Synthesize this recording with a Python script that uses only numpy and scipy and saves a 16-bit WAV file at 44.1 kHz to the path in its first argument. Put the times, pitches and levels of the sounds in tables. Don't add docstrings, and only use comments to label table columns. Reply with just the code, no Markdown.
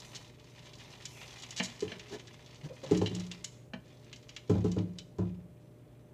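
import sys
import numpy as np
from scipy import signal
from scipy.fft import rfft, irfft
from scipy.io import wavfile
from scipy.ndimage import uniform_filter1d

SR = 44100
rng = np.random.default_rng(int(sys.argv[2]) if len(sys.argv) > 2 else 0)


def store_pcm(level_fs):
    pcm = np.round(np.clip(level_fs, -1, 1) * 32767).astype(np.int16)
    wavfile.write(sys.argv[1], SR, np.atleast_2d(pcm).T)


N = 270553
TIME = np.arange(N) / SR
HIT_TIME = TIME[:SR]

# f/Hz, level/dB
HUM_TONES = [(120, -59), (147, -66), (240, -76), (600, -69.5)]
# f/Hz, level/dB
AIR_SPECTRUM = [(20, -79), (40, -15), (55, -7), (85, -10.5), (130, -5), (200, -11), (400, -11),
                (600, -20.5), (900, -27.5), (1500, -34), (3000, -39), (5200, -52), (7800, -43.5),
                (15000, -47.5)]
CLACK_SPECTRUM = [(100, -6), (250, 10.5), (900, -1), (1300, -11), (1800, -8.5), (3200, -9.5), (4200, -9),
                  (6500, -10), (9000, -25.5), (15000, -36)]
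THUD_SPECTRUM = [(25, -21), (60, -13), (100, 4.5), (250, 2), (420, -4.5), (600, -12.5), (1000, -19),
                 (1700, -30.5), (4000, -89)]
SLIDE_SPECTRUM = [(300, -19.5), (500, 3), (700, 4.5), (1000, 6), (1550, -5.5), (1800, 0), (2500, -2),
                  (3700, -5.5), (5000, -6.5), (6600, -8.5), (8600, -16.5), (15000, -26)]
CLICK_SPECTRUM = [(300, -29), (900, -4), (1400, -7), (1900, -3.5), (3000, -1.5), (5200, -3.5), (6800, -1.5),
                  (8000, -8.5), (9000, -22), (11000, -18), (15000, -36)]

# f/Hz, level/dB, t60/s
BOWL_BODY_MODES = [(186, -2, .12), (236, 0, .115), (490, -6, .06), (640, -8, .085), (867, -7, .065),
                   (1060, -15, .07)]
BOWL_WALL_MODES = [(1744, -3, .08), (1857, -10, .08), (2336, -7, .07), (2820, -1, .07), (3040, -2, .08),
                   (3200, -3, .07), (4060, 0, .07), (4340, -8, .06), (4550, -9, .06), (5510, -10, .05),
                   (6030, -11, .05), (6440, -9, .05)]
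# f/Hz, level/dB, t60/s
BOOM_MODES = [(71.2, -22, 0.79), (103.1, -3.5, 0.37), (162, -18, 0.73), (178.35, -5.5, 0.6),
              (210, -11.5, 0.28)]
PANEL_MODES = [(239, 4.5, 0.043), (280, -1, 0.095), (321.5, 1, 0.16), (343.5, -11, 0.53), (412, -11, 0.089),
               (436, -8.5, 0.19), (529, -1.5, 0.061), (715, -25, 0.12), (809.4, -12.5, 0.092),
               (1002, -9.5, 0.064), (1330, -21, 0.081)]
SNAP_MODES = [(404.6, -4.5, 0.046), (480, -23, 0.028), (306.6, -14.5, 0.032)]
SHIMMER_MODES = [(2121, -5, .3), (2401, -6, .3), (2500, -5, .2), (2792, -5, .2), (3305, -3, .3),
                 (3435, 1, .4), (3661, -2, .25), (3871, -3, .3), (4107, -2, .2), (4334, -2, .2),
                 (5335, 0, .3), (5975, 1, .3), (6342, -2, .2), (7289, -1, .2)]

# t/s, length/s, level/dB, slip f/Hz, relative grit/dB
RIM_RUBS = [(1.105, 0.17, -57.5, 2496, -8), (2.104, 0.071, -43, 402.5, -0.5),
            (2.628, 0.052, -41, 146, -8.5), (2.694, 0.042, -44.5, 525, -32),
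            (2.829, 0.029, -41.5, 539.5, -3), (2.832, 0.18, -46, 135, -4)]
# t/s, level/dB, relative hollow note/dB, brightest f/Hz
RIM_KNOCKS = [(1.599, -27.5, -0.5, 1900), (1.879, -44, -26, 2430), (1.918, -39, -5.5, 2140),
              (3.014, -32, 1, 940), (3.060, -34, -26, 3160), (3.735, -37, 1, 1610)]
# t/s, snap level/dB, boom level/dB, boom tilt/(dB per octave)
SHEET_JOLTS = [(1.823, -26.5, -49.5, 0), (2.911, -19.5, -27.5, 8), (2.965, -35, -35, -10),
               (3.015, -25.5, -36, -12), (3.11, -43, -37.5, 9), (3.155, -52, -36, 3),
               (4.495, -23, -24.5, 4.5), (4.548, -45, -23, -0.5), (4.643, -27, -29.5, 7),
               (4.764, -35, -27.5, 4), (5.184, -33, -27.5, -2)]
# t/s, level/dB
POUR_LEVELS = [(0, -54.5), (.2, -55), (.33, -66), (.82, -56.5), (1.02, -57.5), (1.4, -54), (2.1, -59),
               (2.3, -63), (2.8, -61), (3.25, -57), (3.56, -67.5), (3.72, -85), (3.9, -66.5), (4.6, -69),
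               (5.1, -79)]
# middle t/s, half length/s, level/dB
HEAP_SLIPS = [(0.09, .12, -72), (1.183, 0.1, -65.5)]
# t/s, length/s, level/dB, brightest f/Hz
CLUMP_SKIDS = [(0.153, 0.013, -42.5, 4500), (1.382, 0.032, -50.5, 5000), (1.422, 0.024, -46.5, 4380),
               (1.562, 0.038, -37.5, 4970), (1.629, 0.032, -36.5, 6800), (3.063, 0.018, -43.5, 3380)]
# t/s, peak level/dB, brightest f/Hz
NUT_HITS = [(0.149, -34.5, 5100), (0.396, -49, 3300), (0.5911, -43.5, 3400), (0.8091, -44, 2340),
            (0.915, -53, 4830), (1.054, -29, 5800), (1.2136, -37.5, 2400), (1.307, -40, 3060),
            (1.4361, -38, 3660), (1.5068, -34, 7450), (1.8053, -33.5, 4400), (1.9946, -37, 2956),
            (2.196, -40.5, 2140), (2.271, -41, 4200), (2.281, -42, 2060), (2.3426, -46, 3070),
            (2.4617, -42, 4130), (2.5564, -47, 4120), (2.862, -39.5, 3030), (2.948, -33.5, 2880),
            (2.9732, -34.5, 6860), (3.149, -32.5, 6300), (3.163, -40, 3110), (3.197, -34.5, 6660),
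            (3.3144, -29.5, 3140), (3.4434, -27.5, 6860), (4.1287, -35, 3180), (4.1602, -42.5, 5370),
            (4.2916, -36, 3760), (4.364, -32, 3030), (4.7163, -36.5, 6390), (4.7853, -38.5, 3060),
            (4.9857, -31.5, 4400)]


def gain(db):
    return 10 ** (np.asarray(db) / 20)


def unit(x):
    return x / np.sqrt(np.mean(x ** 2))


def unit_hit(x):
    return x / np.sqrt(uniform_filter1d(x ** 2, size=176).max())


def add(out, start, x):
    i = max(int(start * SR), 0)
    out[i:i + len(x)] += x[:N - i]


def through(x, response):
    return signal.fftconvolve(x, response / np.linalg.norm(response))[:len(x)]


def colour(x, spectrum, size=4096):
    hz, db = np.transpose(spectrum)
    grid_hz = np.maximum(np.arange(size // 2 + 1) * SR / size, 1)
    curve_db = np.interp(np.log(grid_hz), np.log(hz), db)
    cepstrum = irfft(np.log(gain(curve_db)))
    cepstrum[1:size // 2] *= 2
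    response = irfft(np.exp(rfft(cepstrum[:size // 2], size)))
    return through(x, response)


def resonance(x, hz, q):
    return signal.lfilter(*signal.iirpeak(min(hz, SR / 2 - 2000), max(q, .9), fs=SR), x)


def fade(t60):
    return np.exp(-np.log(1000) * HIT_TIME / t60)


def rise(seconds):
    return 1 - np.exp(-HIT_TIME / seconds)


def ring(modes, scatter_db, detune):
    out = np.zeros(SR)
    for k, (hz, db, t60) in enumerate(modes):
        louder, higher = rng.standard_normal(2)
        tone = np.sin(2 * np.pi * hz * (1 + detune * higher) * HIT_TIME)
        out += (-1) ** k * gain(db + scatter_db * louder) * fade(t60) * tone
    return out


def burst(t60):
    return rng.standard_normal(SR) * fade(t60)


def grains(per_s, spread_db, count):
    hit = rng.random(count) < per_s / SR
    size = gain(spread_db * np.minimum(rng.exponential(size=count), 4))
    return unit(hit * size * rng.choice([-1, 1], count))


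def kitchen():
    hum = sum(gain(db) * np.sqrt(2) * np.sin(2 * np.pi * (hz * TIME + rng.random()))
              for hz, db in HUM_TONES)
    air = unit(colour(rng.standard_normal(N), AIR_SPECTRUM))
    return hum + gain(-58) * air


def room(x):
    early = colour(burst(t60=.13) * rise(.015), [(150, 9), (600, 5), (2000, 7.5), (12000, -7)])
    tail = colour(burst(t60=.61) * rise(.0095),
                  [(100, -2), (500, 3), (3000, -3.5), (7000, -1.5), (12000, 2)])
    return x + gain(-14.5) * through(x, early) + gain(-13) * through(x, tail)


def rim_rubs():
    out = np.zeros(N)
    wall = ring(BOWL_WALL_MODES, scatter_db=2, detune=.004)
    for start, length, db, hz, grit_db in RIM_RUBS:
        waver = unit(uniform_filter1d(rng.standard_normal(SR), size=200))
        slip = np.cumsum(hz * (1 + .08 * waver)) / SR % 1
        groan = unit(resonance(slip - .5, hz, q=3.7))
        grit = colour(rng.standard_normal(SR) * np.exp(-slip / .74), CLACK_SPECTRUM)
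        grit = unit(grit + gain(-10) * through(grit, wall))
        swell = np.sin(np.pi * np.minimum(HIT_TIME / length, 1))
        add(out, start, gain(db) * swell * (groan + gain(grit_db) * grit))
    return out


def rim_knocks(clack_t60_s=.073):
    out = np.zeros(N)
    for start, db, body_db, hz in RIM_KNOCKS:
        wall = unit_hit(ring(BOWL_WALL_MODES, scatter_db=1.5, detune=.003) * fade(3 * clack_t60_s))
        strike = unit_hit(colour(burst(clack_t60_s), CLACK_SPECTRUM))
        clack = unit_hit(resonance(strike + gain(-4) * wall, hz, q=1.9))
        body = unit_hit(ring(BOWL_BODY_MODES, scatter_db=1, detune=.006) * rise(.004))
        add(out, start, gain(db) * unit_hit(clack + gain(body_db) * body))
    return out


def sheet_jolts():
    out = np.zeros(N)
    lowest_hz = BOOM_MODES[0][0]
    for start, snap_db, boom_db, tilt in SHEET_JOLTS:
        snap = unit_hit(ring(SNAP_MODES, scatter_db=2, detune=.012) * rise(.004) ** 2)
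        thud = unit_hit(colour(burst(t60=.23), THUD_SPECTRUM) * rise(.003))
        panel = unit_hit(ring(PANEL_MODES, scatter_db=4.5, detune=.008) * rise(.018))
        bending = [(hz, db + tilt * np.log2(hz / lowest_hz), t60) for hz, db, t60 in BOOM_MODES]
        boom = unit_hit(ring(bending, scatter_db=.3, detune=.001) * rise(.01) ** 2)
        bounces = grains(per_s=2500, spread_db=1.5, count=SR) * fade(t60=.15)
        rattle = unit_hit(colour(bounces, CLICK_SPECTRUM))
        blow = gain(snap_db) * (snap + gain(-24.5) * rattle)
        body = gain((snap_db + boom_db) / 2) * (gain(-3) * panel + gain(-2) * thud)
        add(out, start, blow + body + gain(boom_db) * boom)
    return out


def nut_flow(settle_db_per_s=87):
    power = gain(np.interp(TIME, *np.transpose(POUR_LEVELS))) ** 2
    for start, snap_db, _, _ in SHEET_JOLTS:
        shaken_db = snap_db - 31.5 - settle_db_per_s * np.abs(TIME - start)
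        power += (TIME > start) * gain(shaken_db) ** 2
    return np.sqrt(power)


def sliding_nuts(touch_s=.004):
    contacts = gain(-5) * grains(per_s=3500, spread_db=2.5, count=N)
    for hz in (2500, 4000, 6500):
        touches = grains(per_s=42, spread_db=2.2, count=N) ** 2
        fading_power = signal.lfilter([1], [1, -np.exp(-1 / (touch_s * SR))], touches)
        tumble = np.sqrt(fading_power) * rng.standard_normal(N)
        contacts += gain(-6) * unit(resonance(tumble, hz, q=1.2))
    scratch = unit(colour(contacts, SLIDE_SPECTRUM))
    shimmer = unit(through(scratch, ring(SHIMMER_MODES, scatter_db=.4, detune=.0003)))
    rustle = unit(scratch + gain(-7) * shimmer)
    fine_touches = grains(per_s=6400, spread_db=5, count=N)
    hiss = unit(colour(fine_touches, [(3000, -44), (6000, 9), (9000, -1), (11500, -1.5), (15000, -10)]))
    surge = sum(gain(db) * np.exp(-((TIME - middle) / half) ** 2) for middle, half, db in HEAP_SLIPS)
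    return nut_flow() * (rustle + gain(-20) * hiss) + surge * hiss


def skidding_clumps():
    out = np.zeros(N)
    wall = ring(BOWL_WALL_MODES, scatter_db=1, detune=.001)
    for start, length, db, hz in CLUMP_SKIDS:
        run = grains(per_s=3000, spread_db=2.5, count=SR) / (1 + (HIT_TIME / length) ** 8)
        skid = resonance(colour(run, CLICK_SPECTRUM), hz, q=.9)
        add(out, start, gain(db) * unit_hit(skid + gain(-11) * through(skid, wall)))
    return out


def nut_click(db, hz, wall):
    contact_s = .0056 * 2 ** np.minimum((-24 - db) / 11, .5)
    chatter = grains(per_s=9000, spread_db=2, count=SR) * fade(np.log(1000) * contact_s)
    click = resonance(colour(chatter, CLICK_SPECTRUM), hz, q=1.34)
    hit = unit_hit(click) + gain(-12.5) * unit_hit(through(click, wall))
    return gain(db) * hit / np.abs(hit).max()


def landing_nuts(strays_per_s=8, stray_hz=4170):
    out = np.zeros(N)
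    wall = ring(BOWL_WALL_MODES, scatter_db=1, detune=.001)
    for start, db, hz in NUT_HITS:
        add(out, start, nut_click(db, hz, wall))
    pour_s = POUR_LEVELS[-1][0]
    flow_db = 20 * np.log10(nut_flow())
    for when, scatter_db, pitch in rng.uniform(-1, 1, (int(strays_per_s * pour_s), 3)):
        start = pour_s * (when + 1) / 2
        db = flow_db[int(start * SR)] + 14 + scatter_db
        hz = stray_hz * 2 ** (.6 * pitch)
        add(out, start, nut_click(db, hz, wall))
    return out


def scene():
    background = kitchen()
    sheet = sheet_jolts() + rim_knocks() + rim_rubs()
    nuts = skidding_clumps() + sliding_nuts() + landing_nuts()
    return (background + room(sheet + nuts))[None]


def record(dry, top_hz=15400):
    return signal.sosfilt(signal.ellip(10, .2, 70, top_hz, fs=SR, output="sos"), dry)


dry = scene()
out = record(dry)
store_pcm(out)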